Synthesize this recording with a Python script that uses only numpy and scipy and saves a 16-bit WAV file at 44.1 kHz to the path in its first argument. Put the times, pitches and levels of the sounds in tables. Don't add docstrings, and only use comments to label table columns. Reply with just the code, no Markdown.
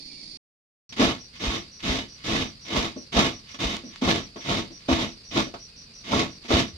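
import sys
import numpy as np
from scipy import signal
from scipy.fft import rfft, irfft
from scipy.io import wavfile
from scipy.ndimage import uniform_filter1d

SR = 44100
rng = np.random.default_rng(int(sys.argv[2]) if len(sys.argv) > 2 else 0)


def wrap_up_sound(samples):
    columns = np.atleast_2d(samples).T
    tamed = np.clip(columns, -1, 1)
    steps = np.round(tamed * 32767).astype(np.int16)
    wavfile.write(sys.argv[1], SR, steps)


N = 298557
T = np.arange(N) / SR
HZ = np.fft.rfftfreq(N, 1 / SR)
YARD_END, KITCHEN_START = 0.372, 0.893
EDGE_HZ = 15500


def amp(db):
    return 10 ** (np.asarray(db) / 20)


def evened(x):
    middle = np.atleast_2d(x).mean(0)
    return x / np.sqrt(np.mean(middle ** 2) + 1e-20)


def read(points, hz=HZ):
    f, value = np.transpose(points)
    return np.interp(np.log(hz + 1), np.log(f + 1), value)


def wander(per_s):
    slow = np.exp(-(HZ / per_s) ** 2)
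    return evened(irfft(rfft(rng.standard_normal(N)) * slow, N))


def steadied(x, span):
    size = int(span * SR)
    power = uniform_filter1d(uniform_filter1d(x.mean(0) ** 2, size), size)
    return x / np.sqrt(abs(power) + 1e-3)


def echoes(x, t60, start=0.0018):
    t = T[:SR // 2]
    sign = rng.choice([-1., 1.], len(t))
    present = (rng.random(len(t)) < .06) * (t > start)
    taps = sign * present * amp(-60 * t / t60)
    return signal.oaconvolve(x, taps / np.linalg.norm(taps))[:N]


# pitch_hz, lead_radians
LEAD = [(20, 0), (300, .2), (600, .8), (900, 1.4), (1300, 2.3), (2050, 3.9), (3000, 6.4), (4200, 9.3),
        (6000, 13.8), (9000, 21), (15000, 35)]
# pitch_hz, likeness (0 to 1 after clipping)
LIKENESS = [(50, 0.94), (250, 1), (600, .75), (1200, 0.36), (3000, 0.037), (6000, 0.033), (15000, 0.16)]
# pitch_hz, left_minus_right_db
BALANCE_DB = [(60, -0.3), (250, -0.5), (700, -0.4), (1300, -2.3), (2500, -1.9), (4500, -2), (8000, -1.5),
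              (15000, 1.5)]


def ports(near, scattered, gain):
    same = np.clip(read(LIKENESS), 0, 1)
    side = np.array([[1], [-1]])
    mixed = np.sqrt(1 + same) * rfft(near) + side * np.sqrt(1 - same) * rfft(scattered)
    balance = amp(side * read(BALANCE_DB) / 2)
    lead = np.exp(.5j * side * read(LEAD))
    return evened(irfft(mixed * gain * balance * lead, N))


def air(gain):
    return ports(*rng.standard_normal((2, N)), gain)


# pitch_hz, width_hz, yard_db, kitchen_db (before side gains)
CHORUS = [(4490, 470, -48.5, -63), (4950, 490, -55, -86), (9000, 930, -68.5, -80.5)]


def insects(outdoors):
    out = np.zeros((2, N))
    for hz, width, outdoor_db, indoor_db in CHORUS:
        band = np.exp(-2 * ((HZ - hz) / width) ** 2)
        out += air(band) * amp(np.where(outdoors, outdoor_db, indoor_db))
    return out


# pitch_hz, relative_level_db (per Hz)
YARD = [(25, -8), (80, -10.5), (300, -4.5), (480, -19), (1500, -29), (2300, -14), (3000, -22),
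        (3500, -12.5), (5500, -9.5), (6300, -23), (7000, -19), (7700, -37), (10500, -36), (12000, -59)]
# pitch_hz, relative_level_db (per Hz)
KITCHEN = [(18, -39), (30, -4.5), (136, -6), (240, -9), (320, -19.5), (460, -16), (774, -25), (1240, -22.5),
           (1920, -21.5), (2630, -18), (3230, -22.5), (4780, -7.5), (6040, -27), (8920, -33.5),
           (15000, -51)]


def ambience(yard_db=-51, kitchen_db=-52):
    outdoors = T < YARD_END
    chorus = insects(outdoors)
    yard = amp(yard_db) * air(amp(read(YARD))) * amp([[-1.5], [1.5]])
    yard += chorus * amp([[-3], [2]])
    kitchen = amp(kitchen_db + 0.25 * wander(24)) * air(amp(read(KITCHEN))) + chorus
    return np.where(outdoors, yard, kitchen) * amp(1.2 * wander(77))


# start_s, length_s, start_pitch_hz, end_pitch_hz, level_db (before the overall lift)
WHISTLES = [(0.097, .03, 2420, 2200, -54), (0.123, 0.145, 2300, 2190, -60.5), (.122, .055, 2830, 2820, -64),
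            (5.68, 0.123, 2480, 2600, -67), (5.848, .1, 2600, 2310, -67)]


def whistles(waver_hz=50, lift_db=3):
    out = np.zeros(N)
    waver = waver_hz * wander(110)
    for s, length, start_hz, end_hz, db in WHISTLES:
        through = np.clip((T - s) / length, 0, 1)
        hz = start_hz + (end_hz - start_hz) * through + waver
        swell = np.sqrt(abs(np.sin(np.pi * through)))
        out += amp(db) * swell * np.sin(2 * np.pi * np.cumsum(hz) / SR)
    return amp(lift_db) * np.array([out + .5 * echoes(out, t60=.12) for _ in range(2)])


WING_S = .012
# time_s, chirps_so_far (count)
CHIRPS = [(0.835, 0), (1.185, 2), (1.715, 5), (2.083, 7), (2.61, 10), (3.84, 17), (5.24, 25), (5.937, 29),
          (6.815, 34)]


def cricket(top_hz=5920, fall_hz=750, sag_db=4, level_db=-53, wet_db=-1, count=6):
    s, number = np.transpose(CHIRPS)
    chirp = np.floor(np.interp(T, s, number))
    age = T - np.interp(chirp, number, s)
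    through = (age % WING_S) / WING_S
    hz = top_hz - fall_hz * through ** 2 + 90 * wander(940)
    tone = np.sin(2 * np.pi * np.cumsum(hz) / SR)
    call = tone * np.sqrt(np.sin(np.pi * through)) * (age < count * WING_S)
    swell = np.sqrt(abs(np.sin(np.pi * (age + WING_S) / ((count + 2) * WING_S))))
    call *= swell * amp(1.5 * wander(30) - sag_db * through)
    far = np.array([echoes(call, t60=.15), echoes(call, t60=.15)])
    return amp(level_db) * evened(0.62 * call + amp(wet_db) * far) * amp([[-.5], [.5]])


# middle_s, level_db, pitch_hz
THUMPS = [(1.078, -32, 61), (1.485, -21.5, 54), (1.904, -23.5, 54), (2.334, -27, 54), (2.422, -32, 81.6),
          (2.786, -25, 60), (3.173, -20.5, 55.4), (3.662, -23.5, 53), (4.073, -26, 70), (4.531, -34, 58),
          (4.935, -21, 73), (6.166, -31, 78), (6.547, -18.5, 72), (6.75, -38, 75)]


def thumps(rise_s=.012, fall_s=0.018):
    out = np.zeros(N)
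    for (s, db, hz), turn in zip(THUMPS, rng.random(len(THUMPS))):
        age = T - s
        swing = np.exp(-(age / np.where(age < 0, rise_s, fall_s)) ** 2)
        out += amp(db) * swing * np.sin(2 * np.pi * (hz * age + turn))
    return out


# time_s, level_db (before the overall lift), upper_edge_hz
TICKS = [(3.768, -15, 6160), (3.96, -19, 4600), (5.807, -41, 4000)]


def ticks(low_hz=900, lift_db=10):
    out = np.zeros(N)
    for s, db, top_hz in TICKS:
        band = signal.butter(3, [low_hz, top_hz], "band", fs=SR, output="sos")
        click = signal.unit_impulse(N, round(s * SR))
        out += amp(db + lift_db) * signal.sosfilt(band, click)
    return out


# pitch_hz, width_hz, left_lift_db, right_lift_db
MODES_OF_BODY = [(135, 16, 5, 5), (168, 16, 3, 3), (213, 20, 7, 7), (258, 24, 8, 8), (329, 24, 8, 4),
                 (460, 45, 4, 0), (571, 16, 6, 8), (616, 16, 6, 0), (673, 22, 11, 10), (859, 20, 5, 1),
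                 (919, 20, 3, 8), (1097, 36, 5, 10), (1175, 24, 9, 6), (1315, 40, 4, 6), (1453, 28, 6, 6),
                 (1724, 34, 6, 8), (1990, 50, 2, 4), (2153, 45, 8, 5), (2530, 50, 1, 5), (2975, 45, 2, 8),
                 (3290, 55, 6, 6), (3638, 60, 6, 9)]


def body():
    response = np.ones((2, len(HZ)), complex)
    for hz, width, left_db, right_db in MODES_OF_BODY:
        lift = amp([[left_db], [right_db]]) - 1
        response *= 1 + lift / (1 + 2j * (HZ - hz) / width)
    return response


def ring(drive, colour, response, scatter_s=0.0042, diffuse=0.75):
    keep = np.exp(-1 / (scatter_s * SR))
    envelope = np.sqrt(signal.lfilter([1 - keep], [1, -keep], drive ** 2))
    wash = envelope * rng.standard_normal((2, N))
    near = (drive + diffuse * wash[0]) / np.hypot(1, diffuse)
    return ports(near, wash[1], amp(read(colour)) * response)


def snaps(per_s, spread_db):
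    size = amp(spread_db * np.minimum(rng.exponential(1, N), 4))
    return size * rng.choice([-1., 1.], N) * (rng.random(N) < per_s / SR)


# start_s, body_db, hollow_ring_db, scuff_db (before the overall lift), fade_s
KNOCKS = [(0.923, -49, -56, -40.5, 0.017), (0.995, -19.5, -27, -28.5, 0.023), (1.024, -22, -40, -49, 0.017),
          (2.961, -34, -52, -64, 0.026), (3.543, -50, -48, -41.5, 0.016), (3.835, -40, -62, -60, 0.042),
          (4.021, -20, -31, -54, 0.016), (4.358, -41, -41, -48, 0.025), (4.703, -41.5, -69, -61, 0.022),
          (4.886, -18.5, -26, -40, 0.018), (5.467, -34.5, -52, -58, .02), (5.538, -43.5, -37, -45.5, 0.02),
          (6.129, -29, -22, -44, 0.013), (6.446, -44.5, -51, -60, 0.022), (6.504, -22.5, -26, -32, 0.03)]
# pitch_hz, relative_level_db (per Hz)
KNOCK = [(40, -47), (150, -8.5), (260, 6.5), (400, -6), (600, -11), (1500, -71)]
# pitch_hz, relative_level_db (per Hz)
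HOLLOW = [(200, -16), (420, 4), (560, -2.5), (690, -0.5), (780, -1), (950, -3), (1150, -4), (1380, -5.5),
          (1550, -11), (3000, -54)]
# pitch_hz, relative_level_db (per Hz)
TEAR = [(600, -26), (1100, -7.5), (1380, -9.5), (1540, -9.5), (2100, -1.5), (3000, -2), (3800, -3),
        (4400, -4), (6200, -8), (7200, -17), (8600, -27), (12000, -31.5), (15500, -43)]


def knocks(response, rise_s=0.00235, lift_db=3, blow_db=17):
    levels = np.zeros((3, N))
    rattle = snaps(per_s=2700, spread_db=2.5)
    for s, *parts_db, fade in KNOCKS:
        age = np.maximum(T - s, 0)
        shape = (1 - np.exp(-age / rise_s)) * np.exp(-age / fade)
        levels += amp(parts_db)[:, None] * shape
        rattle[round((s + rise_s) * SR)] += amp(blow_db)
    out = np.zeros((2, N))
    for level, colour in zip(levels, (KNOCK, HOLLOW, TEAR)):
        out += level * steadied(ring(rattle, colour, response), span=0.0036)
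    return amp(lift_db) * out


CONTACT_S, BITE_S = 0.01, 0.024
# start_s, attack_s, hold_s, deepest_bite_s (after the start), bite_db, tearing_db, judder_db, hollow_ring_db
STROKES = [ (0.96, 0.051, 0.091, 0.072, 5, -30.5, -30.3, -31.5),
           (1.392, .045, 0.13, 0.055, 2, -34, -35.5, -39.5),
           (1.825, 0.03, .132, 0.079, 2.5, -33, -32, -38.5), (2.237, 0.049, 0.14, .11, 2.5, -32, -31, -37),
           (2.643, 0.085, 0.13, 0.13, 5.5, -33.5, -34.5, -37),
           (3.119, 0.043, 0.11, 0.069, 6.5, -30, -29, -31.5),
           (3.586, .018, 0.14, 0.053, 4, -34.5, -36.5, -41), (4.01, 0.041, .12, .085, 5, -32, -30.5, -34),
           (4.438, 0.056, .096, 0.071, 2.1, -32.5, -31, -35),
           (4.879, 0.022, 0.14, .042, 5, -33.5, -31, -35.5),
           (5.305, 0.057, 0.054, 0.078, 6.5, -33.5, -32, -36),
           (6.033, 0.098, 0.091, 0.12, 1.5, -31, -27.7, -31),
           (6.479, .058, 0.065, 0.061, 3, -28, -25.9, -30), ]


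def effort(part, bite_gain, build_db_per_s, release_db_per_s, lag_s):
    gain = np.zeros(N)
    for start, attack, hold, bite_at, bite_db, *parts_db in STROKES:
        age = np.maximum(T - start, 0)
        contact = np.minimum(age / CONTACT_S, 1)
        building = build_db_per_s * np.maximum(attack - age, 0)
        easing = release_db_per_s * np.maximum(age - attack - hold, 0)
        surge = bite_gain * bite_db * np.exp(-((age - bite_at - lag_s) / BITE_S) ** 2)
        gain += contact * amp(parts_db[part] + surge - building - easing)
    return gain


# middle_s, rise_db
RIPS = [(1.555, 1.5), (3.258, 2.5), (4.113, 4.5), (5.018, 3.5), (6.2, 4), (6.594, 4.5)]


def rips(half_s=.011):
    return amp(sum(db * np.exp(-((T - s) / half_s) ** 2) for s, db in RIPS))


# middle_s, half_length_s, level_db
BRUSHES = [(1.362, 0.024, -48), (1.81, 0.015, -46.5), (2.222, 0.051, -53.5), (3.509, 0.037, -48.5),
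           (3.95, 0.048, -50.5), (4.422, 0.019, -44.5), (4.842, 0.062, -57.5), (6.457, 0.021, -46.5)]


def brushes():
    return sum(amp(db) * np.exp(-((T - s) / half) ** 2) for s, half, db in BRUSHES)


def slips(per_s, jitter, spread_db):
    turns = np.cumsum(per_s * np.exp(jitter * wander(120))) / SR
    let_go = np.diff(np.floor(turns), prepend=0)
    return let_go * amp(spread_db * rng.standard_normal(N))


# pitch_hz, relative_level_db (per Hz)
JUDDER = [(40, -47.5), (90, -10), (135, -0.5), (170, 0.5), (240, -1), (320, -1), (400, -10), (520, -18.5),
          (750, -23), (1600, -65)]
# pitch_hz, relative_level_db (per Hz)
THUMP = [(12, -25), (28, -8), (52, -4.5), (72, -2), (92, 2), (130, -9), (250, -25), (600, -85)]


def grating(response, burst_s=.002, smooth=0.98, tear_db=-.5, judder_db=-.5, hollow_db=.5,
            rumble_db=-9, blade_db=-9, blade_hz=3740, blade_width_hz=300):
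    slip = slips(per_s=170, jitter=.45, spread_db=4.0)
    tear = effort(part=0, bite_gain=1.08, build_db_per_s=194, release_db_per_s=253, lag_s=0.0032) * rips()
    judder = effort(part=1, bite_gain=1.51, build_db_per_s=320, release_db_per_s=210, lag_s=-0.0016)
    bite = effort(part=2, bite_gain=1.55, build_db_per_s=340, release_db_per_s=297, lag_s=0.00083)
    push = effort(part=1, bite_gain=.5, build_db_per_s=420, release_db_per_s=175, lag_s=.001)

    bursts = signal.lfilter([1], [1, -np.exp(-1 / (burst_s * SR))], slip)
    clumps = amp(2 * wander(41))
    tearing = snaps(per_s=3000, spread_db=2.5) * (smooth + bursts) * clumps
    fibres = ring(tearing, TEAR, response)
    shaking = evened(slip - slip.mean())
    shell = ring(shaking, JUDDER, response, diffuse=0.71)
    hollow = ring(shaking + evened(snaps(per_s=900, spread_db=4.0)), HOLLOW, response)
    blade = air(np.exp(-((HZ - blade_hz) / blade_width_hz) ** 2))
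    bench = air(amp(read(THUMP)))
    return ((amp(tear_db) * tear + brushes()) * steadied(fibres, span=0.019)
            + amp(judder_db) * judder * steadied(shell, span=0.013)
            + amp(hollow_db) * bite * steadied(hollow, span=0.027)
            + amp(blade_db) * tear * blade
            + amp(rumble_db) * push * steadied(bench, span=0.028))


def scene():
    response = body()
    behind = ambience() + whistles() + cricket() * (T > KITCHEN_START)
    work = knocks(response) + grating(response)
    left_room = echoes(work[0], t60=0.055, start=0.00757)
    right_room = echoes(work[1], t60=0.16, start=.008)
    room = amp(-11.0) * np.array([left_room, right_room])
    return behind + thumps() + ticks() + work + room


def record(dry):
    sounding = 1. * ((T < YARD_END) | (T > KITCHEN_START))
    running = uniform_filter1d(sounding, size=64)
    low_pass = signal.firwin(401, EDGE_HZ, window=("kaiser", 9), fs=SR)
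    return signal.oaconvolve(dry * running, low_pass[None], "same")


dry = scene()
out = record(dry)
wrap_up_sound(out)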